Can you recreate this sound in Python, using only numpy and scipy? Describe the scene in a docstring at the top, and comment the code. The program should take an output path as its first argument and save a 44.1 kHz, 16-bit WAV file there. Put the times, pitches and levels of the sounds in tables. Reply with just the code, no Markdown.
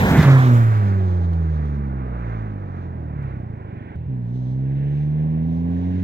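"""Turbo car flyby and climbing revs

A turbocharged sports car shoots past, left to right, a few metres off beside an open desert road.
Tyres, wake and turbo whistle flash by as shaped noise; the exhaust booms after them, a stack of firing
orders that runs down to single ringing beats. After a click and a low thump the sound changes abruptly:
the roar drops and the engine note climbs, pulling hard far off. Two spaced microphones hear it side-on."""
import sys
import numpy as np
from scipy import signal
from scipy.fft import rfft, irfft, next_fast_len
from scipy.io import wavfile
from scipy.ndimage import map_coordinates

SR = 44100
rng = np.random.default_rng(int(sys.argv[2]) if len(sys.argv) > 2 else 0)


def waveform_to_disk(signal):
    """Save audio, clipped to [-1, 1], as 16-bit WAV at the path in sys.argv[1]."""
    frames = np.transpose(np.atleast_2d(signal))
    scaled = np.clip(frames, -1, 1) * 32767
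    samples = np.round(scaled).astype(np.int16)
    wavfile.write(sys.argv[1], SR, samples)


N = 265923
TIME = np.arange(N) / SR

PASS_S = 0.097  # the rush of gas, tyres and leak is loudest here
CHANGE_S = 3.96  # the sound changes abruptly here, from falling to climbing revs
BEAT_S = 3.503  # one firing is lined up with this moment
APART_HZ, APART_SPREAD_HZ = 31.1, 0.7  # below this firing rate the beats are heard singly
GROUND_HZ, GROUND_WIDTH_HZ = 1180, 1030  # band hollowed out by the ground reflection

# engine passing and running down, as heard: (time [s], firing rate [Hz])
RUN_DOWN_PITCH = [(0, 168), (.18, 158), (.28, 136.2), (.44, 127.7), (.53, 119.6), (.84, 101.1),
                  (1.15, 89.2), (1.7, 72.5), (2.37, 55), (2.9, 41.9), (3.22, 34.9), (3.5, 28.4),
                  (3.86, 21.6), (3.96, 21)]
# engine pulling, its revs climbing, as heard: (time [s], firing rate [Hz])
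PULL_PITCH = [(3.972, 41), (4.07, 39), (4.088, 66.4), (4.25, 58.2), (4.37, 63.8), (4.46, 62.9), (4.6, 66.2),
              (5.42, 80.6), (6.03, 92.8)]
# drive of the exhaust note: (time [s], level [dB])
EXHAUST_DRIVE = [(0, -32), (.23, -13), (.28, -3.5), (.36, -5.5), (.44, -10.5), (.53, -8), (.75, -16),
                 (1.5, -19.5), (2.05, -27), (2.35, -26), (2.6, -30.5), (3.3, -30), (4.06, -25), (4.1, -23),
                 (6.03, -17)]
# surges of the note as the car sweeps by: (time [s], half length [s], level [dB])
EXHAUST_SURGES = [(.12, 0.019, 14), (.195, 0.013, 12)]
# weight of firing orders 1 to 4, one row each: (coasting [dB], pulling [dB])
ORDER_WEIGHTS = [(-0.5, -2), (-1, 1), (-3.5, -2.5), (-1, -7)]
# single orders bloom or fade:
# (time [s], half length [s], order 1 [dB], order 2 [dB], order 3 [dB], order 4 [dB])
ORDER_BLOOMS = [(.5, 0.05, -1, 4.5, 0.5, 2), (.72, .07, 1, -19, 7.5, -2), (1.06, 0.25, 0, -1, -7.5, 7),
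                (1.36, 0.22, 0.5, 1, -13, -4.5), (1.8, 0.24, -0.5, -0.5, 4.5, 4.5),
                (2.17, .08, 0.5, -3.5, 5, -16), (3.22, 0.085, -0.5, -2, -0.5, 7)]
# what the exhaust lets out behind the car: (frequency [Hz], level [dB])
REAR_EXHAUST_COLOUR = [(32, -35.5), (47, -13), (60, -1.5), (80, -0.84), (105, 0.5), (125, -2), (150, -4.5),
                       (180, -11), (200, -8.5), (220, -11.5), (240, -16), (260, -16.5), (285, -24.5),
                       (320, -32), (375, -21.5), (440, -32.5), (550, -29.5)]
# what the exhaust lets out in front of the car: (frequency [Hz], level [dB])
FRONT_EXHAUST_COLOUR = [(40, -31), (60, -19), (70, -14.5), (80, -10.5), (92, -4), (120, -5), (135, -1),
                        (155, -1.5), (178, -9), (190, -12), (222, -16.5), (245, -7.5), (262, -7),
                        (280, -12), (310, -19.5), (345, -27.5)]
# exhaust pipe resonances: (frequency [Hz], width [Hz], level [dB])
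PIPE_RESONANCES = [(107, 17, 14.5), (145.6, 45, -0.5), (201, 3.3, -8.5), (390, 43, -35), (750, 480, -34.5)]
# sharp ticks: (time [s], level [dB], decay [s])
TICK_HITS = [(0.227, -28.5, 0.014), (1.331, -52, 0.014), (1.652, -56, 0.012), (3.226, -58, 0.0086),
             (3.958, -56, 0.0011)]
# rush of the distant car swells and fades: (time [s], half length [s], gas [dB], tyres [dB], leak [dB])
RUSH_SWELLS = [(.83, 0.11, 1, 10.5, 7), (1.15, 0.34, 3, -3.5, 21), (1.65, 0.22, -0.5, 3.5, 14),
               (2.07, 0.19, 3.5, 3, -7), (2.3, 0.22, 3, 8, 17), (2.78, 0.18, 1, 3, 11),
               (3.26, 0.13, 0, 7, 8), (3.52, 0.057, -2.5, -0.5, -7), (3.88, 0.29, -1, 6.5, -12),
               (4.42, 0.19, -0.5, -3.5, 14), (4.8, 0.2, -1, 5.5, 3), (5, 0.092, -1, 2.5, 9),
               (5.55, .1, 0.5, -5.5, 4.5), (5.83, 0.09, 1, -0.5, 5.5), (6.02, 0.087, -2, -1.5, 6.5)]
# spectrum of the exhaust gas: (frequency [Hz], level [dB])
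GAS_SPECTRUM = [(120, -28), (220, 2.5), (330, 9.5), (450, 5), (650, 3.5), (850, 4), (1100, -2), (1700, -64)]
# spectrum of the hissing leak: (frequency [Hz], level [dB])
LEAK_SPECTRUM = [(1800, -22), (2600, -11.5), (3100, 0), (3800, -0.5), (4600, -8), (5300, -7.5), (6600, -9),
                 (8200, -22), (11000, -30.5), (16000, -42)]
# turbo whistle as heard: (time [s], pitch [Hz], level [dB])
TURBO_WHISTLE = [(0, 14400, -44), (.11, 13300, -49), (.24, 11500, -49), (.3, 10800, -67.5),
                 (.8, 10400, -130)]
# tread roar until the abrupt change: (frequency [Hz], level [dB])
TYRE_SPECTRUM = [(500, -29.5), (850, -3), (1150, 8.5), (1550, 4), (1900, -1.5), (2350, -7.5), (2800, -15.5),
                 (3600, -25), (6000, -63.5)]
# tread roar ahead of the car: (frequency [Hz], level [dB])
AHEAD_TYRE_SPECTRUM = [(500, -23), (850, 4), (1150, -1), (1500, 4), (1900, 0.5), (2350, -5), (2800, -6),
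                       (3600, -14.5), (6000, -57)]
# how far the ground reflection cancels its band: (time [s], depth [0-1])
GROUND_DEPTH = [(0, 0.96), (.6, 0.15), (1.3, 0), (2.6, 0.16), (3.9, 0.9), (4.3, 0), (4.9, 0.8), (5.5, 0.94),
                (6.03, 0.45)]
# spectrum of the wake: (frequency [Hz], level [dB])
WAKE_SPECTRUM = [(20, -22.5), (45, -7), (80, 4), (140, 6.5), (220, 0.5), (330, -8), (480, -16), (900, -69)]
# sprays of sand from the tyres: (time [s], half length [s], level [dB])
SAND_SPRAYS = [(.1, .02, 3.5), (.178, 0.011, 6), (.558, 0.036, 3.5)]
# spectrum of the sand: (frequency [Hz], level [dB])
SAND_SPECTRUM = [(4000, -34.5), (7000, 3), (9000, -4), (12000, -2), (15500, 0.5)]
# spectrum of the open air: (frequency [Hz], level [dB])
AIR_SPECTRUM = [(20, -0.5), (60, -1), (200, -10), (700, -27), (2000, -30.5), (5000, -44), (10000, -56),
                (16000, -67.5)]


def exhaust(hz, turns, orders_db, away_db=-5, towards_db=-10, uneven_db=-16, flutter_db=0.1,
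            rasp_db=3.0, wander_rad=0.65, count=10):
    """Each firing kicks the pipe: four strong orders, then unsteady overtones that follow its resonances."""
    strong = len(orders_db)
    grid = np.geomspace(10, SR / 2, 2048)
    response = pipe_response(grid)
    pipe_db = 20 * np.log10(abs(response))
    pipe_phase = np.unwrap(np.angle(response))

    def gain_db(k):
        return np.interp(k * hz, grid, pipe_db)

    def tone(k, slip=0):
        phase = 2 * np.pi * k * turns + np.interp(k * hz, grid, pipe_phase) + slip
        return -np.sqrt(2) * np.cos(phase)

    def power_db(levels):
        return 10 * np.log10(sum(undb(db) ** 2 for db in levels))

    # how hard the pipe is driven: the power of the upper strong orders over the pipe's gain at their pitch
    drive_db = power_db(orders_db[1:]) - power_db([gain_db(k) for k in range(2, strong + 1)])
    out = sum(undb(db + flutter_db * walk(30)) * tone(k) for k, db in enumerate(orders_db, 1))
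    # overtones are beamed backwards, so they are stronger while the car drives away
    overtone_db = np.interp(TIME, [3, 4], [away_db, towards_db])
    for k in range(strong + 1, count + 1):
        level_db = drive_db + gain_db(k) + overtone_db + rasp_db * walk(14)
        # the higher the overtone, the more its timing wanders
        slip = wander_rad * (k * hz / 400) ** 2 * walk(20)
        out += undb(level_db) * tone(k, slip)
    # unequal cylinders add weak, restless lines between the orders
    for k in np.arange(1, count // 2) + .5:
        level_db = drive_db + np.minimum(gain_db(k), gain_db(strong)) + uneven_db
        out += undb(level_db) * walk(16) * tone(k)
    return out


def pipe_response(hz, muffler_hz=260):
    """Complex gain of the exhaust pipe's resonances, dulled by the muffler."""
    rings = sum(undb(db) / (1 + 1j * (hz / f - f / hz) * f / width) for f, width, db in PIPE_RESONANCES)
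    return rings / (1 + 1j * hz / muffler_hz)


def order_levels(hz):
    """Level of each strong firing order in dB: drive, load, and the exhaust's gain at its pitch."""
    drive_db = curves(EXHAUST_DRIVE)[0] + swells(EXHAUST_SURGES)[0]

    def gain_db(points, k):
        point_hz, point_db = np.transpose(points)
        return np.interp(np.log(k * hz), np.log(point_hz), point_db)

    steady_db = []
    for k, (coast_db, pull_db) in enumerate(ORDER_WEIGHTS, 1):
        coasting = coast_db + gain_db(REAR_EXHAUST_COLOUR, k)
        pulling = pull_db + gain_db(FRONT_EXHAUST_COLOUR, k)
        steady_db.append(np.where(TIME < CHANGE_S, coasting, pulling))
    return drive_db + steady_db + swells(ORDER_BLOOMS)


def beats(hz, turns, peak_db=-22, sag_db_per_hz=0.5, ring_hz=105, upper_hz=210, upper_db=-11,
          swell_s=0.0088, lead=0.21, scatter_db=1):
    """At low revs each firing swells and dies in the pipe before the next, weaker as the revs fall."""
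    age = (turns + lead) % 1 / hz  # seconds since the last firing; lead is a share of a firing period
    envelope = (age / swell_s) ** 2 * np.exp(2 - 2 * age / swell_s)

    def ring(pitch):
        return -np.cos(2 * np.pi * pitch * (age - swell_s))

    body = ring(ring_hz) + undb(upper_db) * ring(upper_hz)
    sag_db = sag_db_per_hz * np.maximum(APART_HZ - hz, 0)
    return envelope * body * undb(peak_db - sag_db + scatter_db * walk(24.65))


def thump(hz=90, db=-18, decay_s=.016):
    """A low, fast-dying sine thump marks the abrupt change of sound."""
    age = np.maximum(TIME - CHANGE_S, 0)
    return -undb(db) * np.sin(2 * np.pi * hz * age) * np.exp(-age / decay_s)


def ticks():
    """Short bright cracks: noise bursts that start at once and die exponentially."""
    envelope = sum(undb(db) * (TIME >= s) * np.exp(-abs(TIME - s) / decay) for s, db, decay in TICK_HITS)
    return envelope * noise([(300, -11.5), (1500, 8.5), (4000, 2.0), (7000, -9.0), (15000, -14)])


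def exhaust_gas(turns, gain, puff_db=.7, trim_db=3):
    """Turbulent gas rushes from the pipe, rippling faintly with each firing."""
    return noise(GAS_SPECTRUM) * puffs(turns, puff_db) * gain * undb(trim_db)


def leak(turns, gain, puff_db=.65, trim_db=1, flicker_db=1.6):
    """A flickering hiss of leaking gas, rippling faintly with each firing."""
    return noise(LEAK_SPECTRUM) * puffs(turns, puff_db) * gain * undb(trim_db + flicker_db * walk(25))


def puffs(turns, depth_db):
    """A gain that ripples faintly once a firing, by an uneven amount."""
    return unit(undb(depth_db * (1.0 + walk(55)) * np.cos(2 * np.pi * turns)))


def turbo(width_hz=450):
    """The compressor's airy whistle, a carrier blurred by slow noise, drops in pitch as the car goes by."""
    hz, db = curves(TURBO_WHISTLE)
    lowpass = signal.butter(2, width_hz, fs=SR, output="sos")
    blur = signal.sosfilt(lowpass, rng.standard_normal((3, N)))
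    return unit(blur * np.cos(2 * np.pi * np.cumsum(hz) / SR)) * undb(db)


def tyres(gain, trim_db=4, flicker_db=1.0):
    """Tread roar, brighter after the abrupt change; the ground reflection hollows out the middle."""
    roar = np.where(TIME < CHANGE_S, noise(TYRE_SPECTRUM), noise(AHEAD_TYRE_SPECTRUM))
    b, a = signal.iirpeak(GROUND_HZ, GROUND_HZ / GROUND_WIDTH_HZ, fs=SR)
    band = signal.lfilter(b, a, roar)
    depth = np.clip(curves(GROUND_DEPTH)[0], 0, 1)
    return (roar - depth * band) * gain * undb(trim_db + flicker_db * walk(15))


def rush_gains():
    """Gains of exhaust gas, tyres and leak before their trims: the close pass plus the swells from afar."""
    near = [flyby(peak_db=-25.0, width_s=0.22, fall=1.39),
            flyby(peak_db=-22.5, width_s=0.36, fall=2.77),
            flyby(peak_db=-38.0, width_s=0.34, fall=2.55)]
    far_db = [distant(coast_db=-46.5, pull_db=-50.5, rise_db_per_s=3),
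              distant(coast_db=-53.5, pull_db=-65.5, rise_db_per_s=6.5),
              distant(coast_db=-84, pull_db=-83, rise_db_per_s=6.0)]
    return np.hypot(near * (TIME < CHANGE_S), undb(far_db + swells(RUSH_SWELLS)))


def wake(peak_db=-13.0, peak_s=0.24, build_db_per_s=22, drop_db_per_s=280, far_s=1.0, bass_hz=190, order=2):
    """Turbulence around the body builds until the car is past; deep buffeting is strongest close by."""
    air = noise(WAKE_SPECTRUM)[0]
    highpass = signal.butter(order, bass_hz, "high", fs=SR, output="sos")
    thin = signal.sosfiltfilt(highpass, air)
    buffet = np.interp(TIME, [0, far_s / 2, far_s], [1, 1, .35])  # share of the bass kept
    gust_drop_db = np.maximum(build_db_per_s * (peak_s - TIME), drop_db_per_s * (TIME - peak_s))
    gust = undb(peak_db - gust_drop_db)
    near = flyby(peak_db=-25.5, width_s=0.38, fall=1.7)
    far = undb(distant(coast_db=-35.5, pull_db=-43, rise_db_per_s=6))
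    trail = np.hypot(near, far)
    return (thin + buffet * (air - thin)) * np.hypot(gust, trail)


def sand(grain_db=3, start_db=-40.5, sag_db_per_s=17, gone_s=.6, fade_db_per_s=30):
    """Dense tiny grains of unequal size, soon out of earshot."""
    size_db = np.minimum(grain_db * rng.exponential(size=N), 20)
    grains = rng.standard_normal((3, N)) * undb(size_db)
    fade_db = sag_db_per_s * TIME + fade_db_per_s * np.maximum(TIME - gone_s, 0)
    return colour(grains, SAND_SPECTRUM) * undb(start_db - fade_db + swells(SAND_SPRAYS)[0])


def open_air(db=-54.5):
    """The quiet, mostly low, steady noise of the open desert."""
    return undb(db) * noise(AIR_SPECTRUM)


def flyby(peak_db, width_s, fall):
    """Gain going by: falls with a power of the distance, which has grown by root 2 after width_s."""
    return undb(peak_db) / np.hypot(1, (TIME - PASS_S) / width_s) ** fall


def distant(coast_db, pull_db, rise_db_per_s):
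    """Level far down the road in dB: steady while coasting, then growing as the engine pulls."""
    return np.where(TIME < CHANGE_S, coast_db, pull_db + rise_db_per_s * (TIME - CHANGE_S))


def swells(rows):
    """Bell-shaped level changes in dB, summed; one curve for each level column."""
    return sum(np.outer(db, np.exp(-((TIME - s) / half) ** 2)) for s, half, *db in rows)


def walk(rate):
    """Smooth chance with about `rate` turns a second and a spread near 1."""
    knots = rng.standard_normal(4096)
    return np.interp(TIME * rate, np.arange(len(knots)), knots)


def noise(points):
    """Three unrelated coloured noises: the direct sound, and what is scattered to the left and right."""
    return colour(rng.standard_normal((3, N)), points)


def colour(x, points):
    """Give a sound a spectrum of (frequency [Hz], level [dB]) points, at rms 1."""
    hz, db = np.transpose(points)
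    size = next_fast_len(N)
    bins = np.maximum(np.fft.rfftfreq(size, 1 / SR), 1)
    gain = undb(np.interp(np.log(bins), np.log(hz), db))
    return unit(irfft(rfft(x, size) * gain, size)[..., :N])


def unit(x):
    """Scale to rms 1."""
    return x / np.sqrt(np.mean(x ** 2))


def curves(rows):
    """Each column of a table after the time, as a value per sample."""
    s, *columns = np.transpose(rows)
    return [np.interp(TIME, s, c) for c in columns]


def undb(db):
    """Decibels to gain."""
    return 10 ** (np.asarray(db) / 20)


def microphones(tone, rush, hiss, spacing_ms=0.48, centre_s=.21, sweep_s=0.3, scatter_db=-10,
                hiss_scatter_db=7, shade_db=2.26):
    """Direct sound reaches the pair at different times; scattered sound, mostly treble, is unrelated."""
    bearing = (TIME - centre_s) / np.hypot(TIME - centre_s, sweep_s)  # -1 left, 1 right
    half_lag = spacing_ms * bearing * SR / 2000  # samples

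    def pair(x):
        sides = [[np.arange(N) + side * half_lag] for side in (-1, 1)]
        return np.array([map_coordinates(x, side, order=3, mode="nearest") for side in sides])

    air = 0
    for sound, db in (rush, scatter_db), (hiss, scatter_db + hiss_scatter_db):
        share = np.clip(undb(db), 0, 1)
        direct = pair(np.sqrt(1 - share ** 2) * sound[0])
        air = air + direct + share * sound[1:]
    # the housing shades the far microphone from the rush and hiss, not from the tone
    return pair(tone) + air * undb(shade_db * np.array([-bearing, bearing]) / 2)


def scene():
    """Exhaust note and rushing air move together along the road, over quiet open air."""
    hz, = curves(RUN_DOWN_PITCH + PULL_PITCH)
    turns = np.cumsum(hz) / SR  # firings so far
    turns = turns - np.interp(BEAT_S, TIME, turns)
    gas_gain, tyre_gain, leak_gain = rush_gains()
    # crossfade from a continuous note to single beats at low revs
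    apart = .5 + .5 * np.tanh((APART_HZ - hz) / (2 * APART_SPREAD_HZ))
    engine = (1 - apart) * exhaust(hz, turns, order_levels(hz)) + apart * beats(hz, turns)
    tone = engine + thump() + wake()
    rush = exhaust_gas(turns, gas_gain) + tyres(tyre_gain)
    hiss = leak(turns, leak_gain) + turbo()
    car = microphones(tone, rush, hiss)
    scattered = sand() + ticks() + open_air()
    return car + scattered[1:]


def record(dry, left_db=-1.96, top_hz=15750):
    """The left microphone is a little weaker than the right; the top is cut steeply."""
    balance = undb(np.array([[left_db], [-left_db]]) / 2)
    lowpass = signal.ellip(10, .1, 80, top_hz, fs=SR, output="sos")
    return signal.sosfilt(lowpass, dry * balance)


dry = scene()
out = record(dry)
waveform_to_disk(out)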